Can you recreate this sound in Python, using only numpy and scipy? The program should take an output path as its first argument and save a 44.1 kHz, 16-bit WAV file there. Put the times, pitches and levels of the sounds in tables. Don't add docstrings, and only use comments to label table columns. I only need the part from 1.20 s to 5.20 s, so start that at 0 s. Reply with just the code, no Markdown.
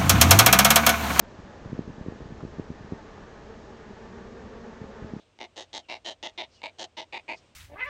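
import sys
import numpy as np
from scipy import signal
from scipy.fft import rfft, irfft, next_fast_len
from scipy.io import wavfile
from scipy.ndimage import map_coordinates

SR = 44100
rng = np.random.default_rng(int(sys.argv[2]) if len(sys.argv) > 2 else 0)


def wrap_up_sound(samples):
    columns = np.atleast_2d(samples).T
    tamed = np.clip(columns, -1, 1)
    steps = np.round(tamed * 32767).astype(np.int16)
    wavfile.write(sys.argv[1], SR, steps)


N = 176400

WING_HZ, WING_WANDER = 214.2, .045
# t/s, fundamental level/dB, octave level/dB, buzz level/dB
SWARM_LEVELS = [(0, -53, -62, -57), (.3, -58, -65, -54), (.7, -52, -59.5, -54.5),
                (1.3, -57.5, -55.5, -54.5), (1.75, -53.5, -55, -53), (2.1, -57, -53, -53.5),
                (2.4, -54, -53, -55.5), (2.65, -53.5, -52.5, -54.5), (2.9, -51, -51, -52.5),
                (3.15, -51, -49, -54.5), (3.45, -49.5, -50.5, -53.5), (3.8, -51.5, -51, -53),
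                (4, -51, -55.5, -55)]
# f/Hz, level/dB
BUZZ_SPECTRUM = [(550, 3), (680, 1), (760, 1.5), (850, 2), (1040, -1), (1215, 1), (1340, -5.5), (1500, -2),
                 (1620, -3.5), (1750, 0.5), (2050, -10), (3000, -19), (6000, -33)]


def amp(db):
    return 10 ** (np.asarray(db) / 20)


def unit(x):
    return x / np.sqrt(np.mean(x ** 2) + 1e-20)


def curves(rows):
    times, *columns = np.transpose(rows)
    return [np.interp(np.arange(N) / SR, times, column) for column in columns]


def wobble(rate):
    coarse = np.linspace(0, N, 2048)
    knots = rng.standard_normal(1024)
    spline = map_coordinates(knots, [coarse * rate / SR], mode="wrap")
    return np.interp(np.arange(N), coarse, spline)


def filtered(x, response):
    size = next_fast_len(N + SR // 2)
    return irfft(rfft(x, size) * response(np.fft.rfftfreq(size, 1 / SR)), size)[:N]


def coloured(x, spectrum):
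    f, db = np.transpose(spectrum)
    return unit(filtered(x, lambda hz: amp(np.interp(np.log(hz + 1), np.log(f), db))))


def background(breeze_db=-49.5, gust_db=0.35, hiss_db=-55.5, whine_db=-88, whine_hz=6666):
    # f/Hz, level/dB
    breeze_spectrum = [(10, -17), (30, -4), (58, -3), (100, -3.5), (180, -7), (320, -6.5), (600, -10),
                       (1500, -38), (4000, -66)]
    hiss_spectrum = [(100, 2.5), (900, 9), (1800, 0), (2300, -0.5), (3200, -2.5), (4500, -5.5),
                     (6500, -8.5), (7300, -12.5), (8000, -19.5), (8600, -31.5), (9000, -49)]
    breeze = amp(breeze_db + gust_db * wobble(2.7)) * coloured(rng.standard_normal(N), breeze_spectrum)
    hiss = amp(hiss_db) * coloured(rng.standard_normal(N), hiss_spectrum)
    whine = amp(whine_db) * unit(np.sin(2 * np.pi * whine_hz * np.arange(N) / SR))
    return breeze + hiss + whine


def grip(roughness_db=4):
    # t/s, level/dB
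    rub_levels = [(0, -63), (.38, -52), (.5, -50), (.75, -51.5), (.95, -50), (1.15, -46.5), (1.3, -50),
                  (1.9, -62.5), (2.3, -54), (2.65, -61.5), (3.1, -52), (3.5, -57.5), (4, -58.5)]
    # f/Hz, level/dB
    rub_spectrum = [(20, -9), (65, 8), (130, -7), (280, -9.5), (500, -10.5), (1200, -71.5)]
    level_db, = curves(rub_levels)
    friction = rng.standard_normal(N) * amp(roughness_db * wobble(70))
    return amp(level_db) * coloured(friction, rub_spectrum)


def scuffs(t60_s=0.1):
    # t/s, level/dB
    onsets = [(0.448, -50.5), (1.205, -45)]
    # f/Hz, level/dB
    scuff_spectrum = [(200, -6), (700, 8), (1400, 6), (2600, -15.5), (6000, -34), (9000, -54.5)]
    t = np.arange(N) / SR
    envelope = sum((t >= start) * amp(db - 60 * abs(t - start) / t60_s) for start, db in onsets)
    return envelope * coloured(rng.standard_normal(N), scuff_spectrum)


def knocks(body_cutoff_hz=690):
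    # t/s, peak level/dB, upper edge f/Hz (higher if harder), lower edge f/Hz (higher if tighter)
    contacts = [(0.1882, -36.5, 170, 130), (.199, -35, 240, 69.5), (0.4499, -33.5, 520, 200),
                (.458, -27.5, 202, 95), (0.4977, -38, 219, 160), (0.5198, -29, 240, 50),
                (0.5288, -21, 243, 125), (0.5475, -30.5, 200, 95), (.5782, -35, 240, 160),
                (0.5906, -17.5, 243, 211), (0.607, -32.5, 200, 160), (0.6763, -27.5, 280, 50),
                (0.6816, -33.5, 390, 125), (0.6934, -33, 200, 160), (.7005, -31, 200, 95),
                (0.7809, -32, 240, 95), (.8101, -27, 240, 70), (0.862, -27, 387, 159),
                (0.8715, -33, 240, 69.6), (0.8832, -21, 276, 70.6), (0.9218, -29, 450, 125),
                (0.9582, -34.5, 282, 200), (1.005, -30, 390, 160), (1.0172, -33.5, 167, 125),
                (1.056, -33, 199, 50), (1.105, -34, 240, 160), (1.1215, -32, 170, 95),
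                (1.2278, -30, 170, 70), (1.2357, -27, 334, 70), (1.2497, -25, 320, 109),
                (1.3843, -28.5, 242, 160), (1.3957, -20, 332, 89), (1.502, -23.5, 280, 70),
                (1.5146, -31.5, 240, 69.6), (1.6075, -32, 201, 70), (1.645, -33.5, 200, 95),
                (1.7214, -20.5, 312, 85), (1.7322, -25, 280, 70.4), (3.6151, -30.5, 201, 70),
                (3.64, -32, 237, 160), (3.823, -28.5, 240, 50), (3.8449, -28, 242, 70),
                (3.9351, -23.5, 222, 200), (3.9639, -28, 200, 160)]
    out = np.zeros(N + SR)
    body = signal.butter(3, body_cutoff_hz, fs=SR, output="sos")
    push = signal.sosfilt(body, signal.unit_impulse(SR // 16))
    for start, db, high_hz, low_hz in contacts:
        thud = signal.sosfilt(signal.butter(3, high_hz, fs=SR, output="sos"), push)
        thud = signal.sosfilt(signal.butter(2, low_hz, "highpass", fs=SR, output="sos"), thud)
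        out[round(start * SR):][:len(thud)] += amp(db) * thud / abs(thud).max()
    return out[:N]


def wings(hz, jitter=.022, shimmer_db=2.5):
    cycles = np.cumsum(hz * (1 + jitter * wobble(45))) / SR + rng.random()
    period = np.linspace(0, 1, 1024)
    harmonics = np.arange(3, 22)[:, None]
    stroke = np.cos(2 * np.pi * (harmonics * period + rng.random(harmonics.shape))).sum(0)
    rasp = stroke[(cycles % 1 * (len(period) - 1)).astype(int)]
    parts = np.array([np.sin(2 * np.pi * cycles), np.sin(2 * np.pi * 2 * cycles), rasp])
    return amp(shimmer_db * wobble(30)) * parts


def near_bees(drift=0.00795, flicker_db=2):
    # start t/s, end t/s, first and last wingbeat f/Hz, fundamental, octave and buzz level/dB
    passes = [(0.174, 0.415, 292, 275.5, -61, -58.5, -68), (1.803, 2.208, 174.8, 178.3, -54.5, -66, -63),
              (2.704, 3.66, 226.1, 231.9, -50, -62, -61), (2.89, 3.453, 243.7, 268, -57, -56, -69),
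              (3.48, 3.93, 269, 266.4, -61, -53, -73), (3.6, 4.102, 213.5, 221.9, -51.5, -64, -66)]
    t, out = np.arange(N) / SR, np.zeros(N)
    for start, end, first_hz, last_hz, beat_db, octave_db, buzz_db in passes:
        progress = np.clip((t - start) / (end - start), 0, 1)
        glide_hz = first_hz + (last_hz - first_hz) * progress
        beat, octave, rasp = wings(glide_hz * (1 + drift * wobble(10)))
        tones = amp(beat_db) * unit(beat) + amp(octave_db) * unit(octave)
        buzz = amp(buzz_db) * coloured(rasp, BUZZ_SPECTRUM)
        out += (tones + buzz) * np.sin(np.pi * progress) * amp(flicker_db * wobble(12))
    return out


def darting_bees(length_s=0.0587, pitch_fall=0.062, faint_count=24):
    # start t/s, wingbeat f/Hz, octave level/dB, buzz level/dB
    close = [(.275, 213, -67, -53), (.32, 205.7, -62, -56), (1.765, 220.6, -60, -51),
             (1.955, 205, -58, -52), (2.101, 217.2, -51, -59), (2.276, 220.2, -51, -61),
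             (2.355, 212.2, -51, -60), (2.465, 212.4, -54, -55), (2.594, 215, -52, -61),
             (2.747, 218.5, -64, -53), (2.835, 219.7, -49.5, -53.5), (2.919, 230.3, -50, -59),
             (3.302, 225.7, -48, -67), (3.423, 209.4, -49.5, -50), (3.733, 230, -46.5, -53)]
    # f/Hz, level/dB
    dart_spectrum = [(600, -9.5), (850, 4.5), (1050, -11), (1230, -2.5), (1400, -8.5), (1750, -6.5),
                     (2200, -24), (5000, -32.5)]
    colour_hz, colour_db = np.transpose(dart_spectrum)
    times = (np.arange(faint_count) + rng.random(faint_count)) * N / SR / faint_count
    swarm_times, _, _, swarm_buzz_db = np.transpose(SWARM_LEVELS)
    faint_db = np.interp(times, swarm_times, swarm_buzz_db) - 3
    faint_hz = WING_HZ * np.exp(WING_WANDER * rng.standard_normal(faint_count))
    faint = zip(times, faint_hz, faint_db - 2, faint_db)
    out, progress = np.zeros(N + SR), np.linspace(0, 1, round(length_s * SR))
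    harmonics = np.arange(3, 22)[:, None]
    for start, hz, octave_db, buzz_db in [*close, *faint]:
        cycles = np.cumsum(hz * (1 + pitch_fall * (.5 - progress))) / SR
        gains = amp(np.interp(np.log(harmonics * hz), np.log(colour_hz), colour_db))
        rasp = (gains * np.sin(2 * np.pi * (harmonics * cycles + rng.random(harmonics.shape)))).sum(0)
        voice = amp(octave_db) * unit(np.sin(2 * np.pi * 2 * cycles)) + amp(buzz_db) * unit(rasp)
        out[round(start * SR):][:len(voice)] += voice * np.sin(np.pi * progress) ** 2
    return out[:N]


def swarm(count=16, pitch_spread=.08, swell_db=2.5, jostle_db=1):
    crowd = np.zeros((3, N))
    for detune in pitch_spread * np.linspace(-1, 1, count):
        nearness = amp(swell_db * wobble(12))
        crowd += nearness * wings(WING_HZ * np.exp(detune + WING_WANDER * wobble(4)))
    beat, octave, rasp = crowd
    beat_db, octave_db, buzz_db = curves(SWARM_LEVELS)
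    overtones = amp(octave_db) * unit(octave) + amp(buzz_db) * coloured(rasp, BUZZ_SPECTRUM)
    jostle = unit(amp(jostle_db * wobble(32.17)))
    return amp(beat_db) * unit(beat) + overtones * jostle


def scene():
    bees = swarm() + darting_bees() + near_bees()
    handling = knocks() + scuffs() + grip()
    return (bees + handling + background())[None]


def record(dry):
    cutoff_hz = 8850
    return filtered(dry[0], lambda hz: hz < cutoff_hz)[None]


dry = scene()
out = record(dry)
wrap_up_sound(out)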